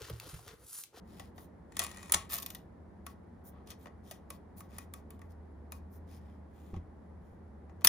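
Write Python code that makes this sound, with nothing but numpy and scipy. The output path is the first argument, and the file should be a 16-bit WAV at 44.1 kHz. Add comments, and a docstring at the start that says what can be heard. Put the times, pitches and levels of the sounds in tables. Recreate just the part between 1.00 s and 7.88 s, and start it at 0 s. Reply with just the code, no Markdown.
"""A quiet room with a low ventilation hum; a film camera is handled close to the microphone.
The advance lever winds and ratchets home, the speed dial clicks through its detents, fingers and
a glove rub the metal, the back door bumps, and at last the shutter fires. Clicks are noise bursts
ringing through body resonances, gears and rubs are grainy noise, bumps are damped sines; the air
is filtered noise and the hum a wavering sine."""
import sys
import numpy as np
from scipy import signal
from scipy.fft import rfft, irfft, next_fast_len
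from scipy.io import wavfile
from scipy.ndimage import uniform_filter1d

SR = 44100
rng = np.random.default_rng(int(sys.argv[2]) if len(sys.argv) > 2 else 0)


def store_wav(level_fs):
    """Save 16-bit WAV to argv[1]."""
    pcm = np.round(np.clip(np.atleast_2d(level_fs), -1, 1) * 32767)
    wavfile.write(sys.argv[1], SR, pcm.T.astype(np.int16))


N = 303408
TIME, FREQ = np.arange(N) / SR, np.fft.rfftfreq(N, 1 / SR)
EDGE_HZ = 16400  # upper band limit

# Click tables: [t/s, level/dB, brightness/dB]; brightness lifts the tick and lowers the knock
# Shutter release with first curtain, then second curtain
FIRST_CURTAIN_CLICKS = [(6.8423, -42, 0.3), (6.8458, -21.5, 12.5), (6.8472, -22, 6)]
SECOND_CURTAIN_CLICKS = [(6.8712, -19.5, 9.4), (6.8725, -20.5, 7.7)]
# Gears taking up the load, shutter latching, lever meeting its end stop
WINDING_CLICKS = [(.7205, -59, -3), (.7675, -38, 3.5), (.792, -27.5, 7.5), (.7998, -37, 1), (.8165, -40, 1),
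                  (.8372, -39.5, 7), (.8448, -40, 3.5), (.8645, -44.5, 2.5), (1.095, -48.5, -6.5)]
LATCH_CLICKS = [(1.121, -24, 11)]
END_STOP_CLICKS = [(1.1378, -30.5, -1), (1.1428, -25, 2)]
# Returning lever: its release and its last, slow teeth
RATCHET_CLICKS = [(1.2985, -46, 0.5), (1.384, -37.5, 5), (1.4225, -47, 10), (1.4275, -42.5, 5.9),
                  (1.4617, -40, 8.9), (1.5026, -44.5, 6.4), (1.548, -45, 6.5), (1.552, -49, 3.1)]
# Detents of the speed dial
DIAL_CLICKS = [(2.0646, -40.5, 1), (3.303, -40, 3), (3.605, -48, 0), (3.7831, -40.5, 4), (3.937, -42.5, 4),
               (4.1047, -51, 4.5), (4.192, -62.5, -3), (4.2157, -57, -4), (4.7205, -41, 3.5)]
# Fingers and the loose back door tapping the body
TAP_CLICKS = [(.1961, -45.5, -3), (.3796, -54.5, -7.5), (2.857, -58.5, -14), (2.869, -58.5, -9),
              (3.1108, -43, 3), (5.74, -62.5, -14), (5.762, -62, -9.5), (6.695, -69.5, -13),
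              (6.8095, -62, -1), (6.817, -59.5, -8)]
# A fingertip catching and slipping as it scrapes along
SLIP_CLICKS = [(2.672, -61.5, 4.5), (2.7032, -51.5, 7.5), (2.715, -56.5, 0)]

# Resonances of each mechanism: [f/Hz, width/Hz, level/dB]
FIRST_CURTAIN_RING = [(1760, 900, 9), (4600, 280, 12), (9600, 530, 4.6), (13900, 300, 6), (14800, 1300, 14)]
SECOND_CURTAIN_RING = [(1770, 430, 11), (3350, 470, 12.6), (5730, 1000, 18), (9656, 560, 4.4),
                       (10750, 840, 12), (14500, 900, 4.8)]
WINDING_RING = [(1933, 400, 2.5), (7470, 890, 8), (9575, 800, 8), (10560, 790, 8), (15500, 820, 3)]
RATCHET_RING = [(3510, 650, 1.3), (9000, 410, 2.9), (13420, 630, 12.5), (15100, 790, 2.7)]
DIAL_RING = [(1160, 130, 6.3), (2430, 130, 4.5), (7750, 1500, 5.6), (10400, 910, 8.3), (11400, 1700, 11),
             (14400, 880, 8.5)]
TAP_RING = [(710, 300, 11.2), (2970, 320, 5.2), (6700, 470, 0.84)]
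RUB_RING = [(3180, 120, 5.7), (4000, 210, 1.5), (5250, 230, 3.6), (10000, 1200, 2.9), (14200, 490, 4.9)]
# Metal body shared by all mechanisms: broad tone [f/Hz, level/dB]
BODY_TONE = [(200, -7), (400, -7.5), (800, -0.5), (1500, -4.5), (2800, -3), (4500, -3), (6000, -4),
             (9000, -3.5), (12500, -4), (15300, -1), (16500, -12.5)]
# Ringing modes of the body: [f/Hz, width/Hz, level/dB]
BODY_MODES = [(1114, 80, 13), (1262, 70, 10), (1790, 70, 4), (1940, 200, 7.5), (2430, 310, 4),
              (3490, 300, 3.6), (5830, 80, 2.7), (6140, 80, 1.7), (6980, 100, 5.5)]
# Knock, clack and tick of a click: [low f/Hz, high f/Hz, rise/s, decay/s before scaling per mechanism]
CLICK_BANDS = [(310, 2200, .0013, 0.003), (2610, 7770, 0.00093, 0.002), (8000, 17000, 0.00039, .0014)]

# Steady run of the gears while the lever is pushed: [from t/s, to t/s]
GEAR_SPAN = (.79, 1.19)
# Gears shaking harder at the take-up and at the stop: [peak t/s, level/dB, rise/s, fall/s]
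GEAR_SURGES = [(.82, -40, 0.015, 0.023), (1.137, -42.5, .008, 0.036)]
# Lever dragging softly home: [from t/s, to t/s]
DRAG_SPAN = (1.46, 1.56)

# Skin and glove sliding on the body, and the loose back door rattling near 5.77 s: [middle t/s, length/s,
# level/dB, tilt/dB per octave]
RUB_STROKES = [(.18, 0.29, -64.5, -3), (.41, 0.14, -63, 4), (2.475, 0.08, -57.5, 9.5),
               (2.57, 0.17, -64.5, -20), (2.705, 0.097, -58.5, -3), (2.83, .11, -67.5, 1),
               (3.112, .18, -63, -2), (3.592, .064, -55, 7.5), (3.765, .18, -61, -6),
               (4.313, 0.054, -72.5, 0), (4.948, 0.1, -66, 7.5), (5.135, 0.15, -65, -3.5),
               (5.27, 0.29, -74, -7.5), (5.64, .32, -72.5, -2.5), (5.765, .08, -69, -11),
               (6.29, 0.2, -83, -1)]
# Soft bumps of the whole camera: [t/s, level/dB, hardness/dB per octave]
BUMPS = [(0.803, -50, 5), (1.149, -38.5, 2.5), (5.733, -35, 1), (5.767, -33.5, -2), (6.322, -52, -7),
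         (6.849, -39.5, 2.5)]
# Low modes of those bumps: [starting f/Hz, level/dB, decay/s]
BUMP_MODES = [(52, -8, .05), (91, 1.5, .024), (194, -3.5, 0.02), (380, -7, 0.012)]
# Hollow knocks of the shell: [t/s, level/dB, starting f/Hz]
SHELL_KNOCKS = [(.802, -40, 730), (2.86, -50.5, 622), (3.111, -46, 672), (5.742, -46.5, 864)]

# Room tail: [f/Hz, t60/s, level/dB]
ROOM_TAIL = [(300, 0.12, -1.5), (1100, .3, -6), (2500, .27, -8.5), (5750, 0.18, -9), (14000, 0.17, -16)]
# The two microphone ports: [f/Hz, likeness/0-1, left minus right/dB]
PORT_BALANCE = [(300, 1, 1), (1100, 0.4, 2.5), (1990, 0.6, 5.5), (3272, 0.9, 5.5), (4588, 0.4, 3.5),
                (5800, .5, 6), (7010, 0.7, 1.5), (10000, 1, -0.5), (15920, 0.8, 0)]
# Phase by which left leads; in the treble left hears the camera late: [f/Hz, lead/rad]
PORT_LEAD = [(0, 0), (800, .4), (1200, -.6), (3000, 1.2), (5000, .9), (6100, 0), (17000, -17.5)]
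# Low rush of air: [f/Hz, relative level/dB per Hz]
AIR_SPECTRUM = [(15, -55), (30, -27), (45, -8), (62, -3), (80, -1), (98, -4), (118, -11), (150, -9),
                (190, -2), (250, -8), (400, -12), (600, -17), (900, -19), (1400, -36), (2800, -90)]
# Faint hiss: [f/Hz, relative level/dB per Hz]
HISS_SPECTRUM = [(600, 1.5), (1000, 3), (1900, -1), (2700, -16), (4500, -20), (8000, -25.5), (9600, -28),
                 (10000, -13), (10400, -31), (15000, -32)]
# Left-right likeness of rush and hiss: [f/Hz, likeness/0-1]
AIR_LIKENESS = [(80, 0.853), (170, 0.96), (300, .68), (500, 0.22), (1000, 0.34), (8000, 0.1)]
# Ventilation hum: [t/s, level/dB]
HUM_LEVEL = [(0, -61.5), (3.3, -61), (3.9, -55), (4.8, -50), (6.1, -55.5), (6.88, -52.5)]


def shutter():
    """The two curtains snap across, one after the other."""
    first = clicks(FIRST_CURTAIN_CLICKS, FIRST_CURTAIN_RING, clack_db=-1.3, decay_scale=0.78,
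                   rattle_db=-21.5, rattle_s=0.023)
    second = clicks(SECOND_CURTAIN_CLICKS, SECOND_CURTAIN_RING, clack_db=7.0, decay_scale=0.39,
                    rattle_db=-29, rattle_s=0.0072)
    return first + second


def gear_teeth(count=3, first_s=.9135, gap_s=.0573, level_db=-49.5, bright_db=-0.8):
    """Turning gears tick at even spacing."""
    return [(first_s + k * gap_s, level_db, bright_db) for k in range(count)]


def lever_wind():
    """The gears take up the load, turn, latch the shutter and hit the stop."""
    gears = clicks(WINDING_CLICKS + gear_teeth(), WINDING_RING, clack_db=3.0, decay_scale=1.1,
                   rattle_db=-29.5, rattle_s=.016)
    latch = clicks(LATCH_CLICKS, WINDING_RING, clack_db=-1.5, decay_scale=1.1,
                   rattle_db=-27, rattle_s=0.014)
    stop = clicks(END_STOP_CLICKS, WINDING_RING, clack_db=7, decay_scale=1.1,
                  rattle_db=-32, rattle_s=.016)
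    effort = hold(*GEAR_SPAN, db=-57, fade_s=.03)
    effort = effort + sum(surge(*row) for row in GEAR_SURGES)
    return gears + latch + stop + whirr(effort, WINDING_RING, tilt_db=-6, rough_db=4.5)


def lever_return(release_s=1.293, full_speed_teeth_per_s=148, pawl_db=-40.5, pawl_bright_db=12):
    """The thumb lets go: the lever's speed sets the pawl's rate and strength and the whirr."""
    speed = surge(peak=1.3388, db=0, rise_s=.034, fall_s=.046) * (TIME > release_s)
    travel = np.cumsum(speed) / SR
    # count teeth from the point of full speed
    passed = np.floor((travel - travel[np.argmax(speed)]) * full_speed_teeth_per_s)
    teeth = [(TIME[i], pawl_db + 20 * np.log10(speed[i]), pawl_bright_db)
             for i in np.flatnonzero(np.diff(passed))]
    drag = hold(*DRAG_SPAN, db=-63.5, fade_s=.028)
    motion = amp(-38.5) * speed ** 1.28 + drag
    grind = whirr(motion, RATCHET_RING, tilt_db=-0.55, rough_db=4.0)
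    pawl = clicks(RATCHET_CLICKS + teeth, RATCHET_RING, clack_db=1.0, decay_scale=0.92,
                  rattle_db=-24, rattle_s=.012)
    return grind + pawl


def dial(tail_after_s=0.032, tail_s=.1, tail_db=-25.5, tail_tilt_db=0.2):
    """The speed dial drops into its detents; each click is followed by a short, soft, noisy tail."""
    tails = [(s + tail_after_s, tail_s, db + tail_db, tail_tilt_db) for s, db, _ in DIAL_CLICKS]
    detents = clicks(DIAL_CLICKS, DIAL_RING, clack_db=-4.5, decay_scale=1.0,
                     rattle_db=-24.0, rattle_s=0.02)
    return detents + rubs(tails)


def hands():
    """Fingers and the glove tap, scrape and rub the body; the loose back door rattles briefly."""
    taps = clicks(TAP_CLICKS, TAP_RING, clack_db=-0.5, decay_scale=0.45,
                  rattle_db=-13.0, rattle_s=0.009)
    slips = clicks(SLIP_CLICKS, RUB_RING, clack_db=7, decay_scale=0.92,
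                   rattle_db=-11.5, rattle_s=0.0089)
    return taps + slips + rubs(RUB_STROKES, rough_db=3.5)


def rubs(strokes, rough_db=1.0, swell=0.69):
    """Short strokes of grainy noise, as of skin and cloth, swell and fade through the body."""
    out = np.zeros((2, N))
    for middle, length, db, tilt_db in strokes:
        size = 2 * int(length * SR / 2)
        hz = np.fft.rfftfreq(size, 1 / SR)
        tone_db = colour(RUB_RING, hz) + struck(hz, spread_db=2.0, width=1000)
        tone_db = tone_db + tilt_db * np.log2(1 + hz / 1500)
        gain = amp(tone_db) * hz / (hz + 1200) * (hz < EDGE_HZ)
        # roughness is drawn over one second, then cut to the stroke
        noise = grainy(rough_db, SR)[:, :size]
        stroke = unit(irfft(rfft(noise) * gain))
        add(out, middle - length / 2, amp(db) * stroke * np.hanning(size) ** swell)
    return out


def thumps(knock_decay_s=0.012):
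    """The camera rocks in the hands, harder bumps favouring its higher modes; the shell knocks."""
    out = np.zeros((2, N))
    for s, db, hard_db in BUMPS:
        for hz, mode_db, decay in BUMP_MODES:
            mode_level = db + mode_db + hard_db * np.log2(hz / 100)
            add(out, s, amp(mode_level) * swing(hz, decay))
    for s, db, hz in SHELL_KNOCKS:
        add(out, s, amp(db) * swing(hz, knock_decay_s))
    return out


def room(x, onset_s=0.00071):
    """A small room: a short diffuse tail, weaker and mostly quicker in the treble."""
    hz, t, z = signal.stft(rng.standard_normal((2, SR // 2)), SR, nperseg=256)
    decay = amp(-60 * t / read(ROOM_TAIL, hz)[:, None]) * (1 - np.exp(-(t / onset_s) ** 2))
    # even out the energy of every band before setting its level
    energy = np.sqrt(np.mean(decay ** 2, axis=1, keepdims=True) * SR / 2)
    decay *= amp(read(ROOM_TAIL, hz, axis=2))[:, None] / energy
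    tail = signal.istft(z * decay, SR)[1]
    return signal.fftconvolve(x, tail, axes=1)[:, :N]


def ports(x):
    """The near camera reaches the two ports with different strength and delay."""
    size = 2 * next_fast_len(N // 2 + SR // 10)
    hz = np.fft.rfftfreq(size, 1 / SR)
    z = pair(rfft(x, size), read(PORT_BALANCE, hz))
    # half of the difference goes to each side
    half = amp(read(PORT_BALANCE, hz, axis=2) / 2)
    lead = np.exp(1j * np.interp(hz, *np.transpose(PORT_LEAD)) / 2)
    sides = np.array([half * lead, 1 / (half * lead)])
    sides = sides / np.sqrt((half ** 2 + half ** -2) / 2)
    return irfft(z * sides)[:, :N]


def room_tone(air_db=-54, hiss_db=-69, hum_hz=78.4, waver_hz=4.0, throb_db=-1.0):
    """Low rush of air and faint hiss as filtered noise, and a fan hum wavering in pitch and level."""
    out = np.zeros((2, N))
    for spectrum, db in ((AIR_SPECTRUM, air_db), (HISS_SPECTRUM, hiss_db)):
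        z = pair(rfft(rng.standard_normal((2, N))), read(AIR_LIKENESS, FREQ))
        out += amp(db) * unit(irfft(z * amp(read(spectrum, FREQ)), N))
    # two slow random curves, one for pitch and one for level
    slow = rfft(rng.standard_normal((2, N))) * np.exp(-(FREQ / 8) ** 2)
    drift, swell = unit(irfft(slow, N))
    hum = unit(np.sin(2 * np.pi * np.cumsum(hum_hz + waver_hz * drift) / SR))
    return out + level(HUM_LEVEL) * amp(throb_db * swell) * hum


def clicks(rows, ring, clack_db, decay_scale, rattle_db, rattle_s, size=4096):
    """Blows chatter into the body as knock, clack and tick; treble rises first, small parts rattle on."""
    t, hz = np.arange(size) / SR, np.fft.rfftfreq(size, 1 / SR)
    out = np.zeros((2, N))
    for k, (low, high, rise, decay) in enumerate(CLICK_BANDS):
        fall = np.exp(-t / (decay * decay_scale)) + amp(rattle_db) * np.exp(-t / rattle_s)
        envelope = (1 - np.exp(-(t / rise) ** 2)) * fall
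        envelope /= envelope.max()
        band = ((1 + (low / (hz + 1)) ** 10) * (1 + (hz / high) ** 10)) ** -.5
        gain = band * amp(colour(ring, hz))
        for s, db, bright_db in rows:
            response = causal(gain * amp(struck(hz, spread_db=3.0, width=170)))
            blow = unit(irfft(rfft(chatter(envelope)) * response))
            blow = blow * np.sqrt(np.mean(envelope ** 2))
            band_db = (-bright_db, clack_db, bright_db)[k]
            add(out, s, amp(db + band_db) * blow)
    return out


def whirr(envelope, ring, tilt_db, rough_db):
    """Fine gear teeth grind through the clicks' resonances, and many small parts ring along."""
    small_parts = struck(FREQ, spread_db=2.5, width=90)
    tone_db = colour(ring, FREQ) + small_parts + tilt_db * np.log2(1 + FREQ / 1500)
    gain = amp(tone_db) * FREQ / (FREQ + 400) * (FREQ < EDGE_HZ)
    return envelope * unit(irfft(rfft(grainy(rough_db, N)) * gain, N))


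def grainy(rough_db, size):
    """Friction: noise whose strength jumps from one millisecond to the next."""
    grain = unit(uniform_filter1d(rng.standard_normal(size), size=44))
    return rng.standard_normal((2, size)) * amp(rough_db * grain)


def chatter(envelope, count=3):
    """A burst of tiny metal contacts, nearly even in spectrum, under an envelope."""
    burst = rng.standard_normal((2, len(envelope))) * envelope
    for _ in range(count):
        # flatten the spectrum, then gate the burst again
        flat = irfft(np.exp(1j * np.angle(rfft(burst))))
        burst = flat * np.minimum(envelope * 10, 1)
    return burst


def struck(hz, spread_db, width=260):
    """Each blow lands on another spot and favours other modes: a random ripple in dB."""
    ripple = uniform_filter1d(rng.standard_normal(len(hz)), size=max(int(width / hz[1]), 1))
    return spread_db * unit(uniform_filter1d(ripple, size=9))


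def swing(hz, decay, rise_s=0.001, sag=0.19):
    """A damped low swing whose pitch sags."""
    t = np.arange(SR // 2) / SR
    turns = np.cumsum(hz * (1 - sag * (1 - np.exp(-t / decay)))) / SR
    return np.sin(2 * np.pi * turns) * (1 - np.exp(-t / rise_s)) * np.exp(-t / decay)


def colour(ring, hz):
    """Response in dB of the body with one mechanism's resonances on top."""
    peaks = sum(db / (1 + (2 * (hz - f) / width) ** 2) for f, width, db in BODY_MODES + ring)
    return read(BODY_TONE, hz) + peaks


def causal(gain):
    """Minimum-phase spectrum of a gain: it rings after the blow, never before."""
    log_gain = np.log(np.maximum(gain, 1e-4))
    mirrored = np.r_[log_gain, log_gain[-2:0:-1]]
    return np.exp(np.conj(signal.hilbert(mirrored)))[:len(gain)]


def pair(z, same):
    """Makes two unrelated spectra partly alike."""
    same = np.clip(same, 0, 1)
    return np.array([z[0], same * z[0] + np.sqrt(1 - same ** 2) * z[1]])


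def hold(start, end, db, fade_s):
    """Gain over time: fades in, holds from start to end, fades out."""
    outside = np.maximum(np.maximum(start - TIME, TIME - end), 0)
    return amp(db) * np.exp(-outside / fade_s)


def surge(peak, db, rise_s, fall_s):
    """Gain over time: swells to a peak and dies away."""
    return amp(db) * np.exp(-np.maximum((peak - TIME) / rise_s, (TIME - peak) / fall_s))


def level(curve):
    """Gain over time from (t/s, level/dB) rows, silent outside them."""
    return amp(np.interp(TIME, *np.transpose(curve), left=-np.inf, right=-np.inf))


def read(points, hz, axis=1):
    """One column of a table over log frequency."""
    table = np.array(points, float)
    return np.interp(np.log(hz + 1), np.log(table[:, 0] + 1), table[:, axis])


def amp(db):
    """Decibels to linear gain."""
    return 10 ** (np.asarray(db) / 20)


def unit(x):
    """Scales each channel to an RMS of one."""
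    return x / np.sqrt(np.mean(x ** 2, axis=-1, keepdims=True) + 1e-20)


def add(mix, s, sound):
    """Lays a sound into the mix from s seconds on, cut at the end."""
    part = mix[:, max(round(s * SR), 0):][:, :sound.shape[-1]]
    part += sound[..., :part.shape[1]]


def scene():
    """The camera and its room tail pass the ports; bumps and room tone are added straight."""
    background = room_tone() + thumps()
    camera = shutter() + lever_wind() + dial() + hands() + lever_return()
    return ports(camera + room(camera)) + background


def record(dry):
    """The recorder's band limit: a steep low-pass."""
    lowpass = signal.firwin(255, EDGE_HZ, window=("kaiser", 9), fs=SR)
    return signal.oaconvolve(dry, lowpass[None], "same")


dry = scene()
out = record(dry)
store_wav(out)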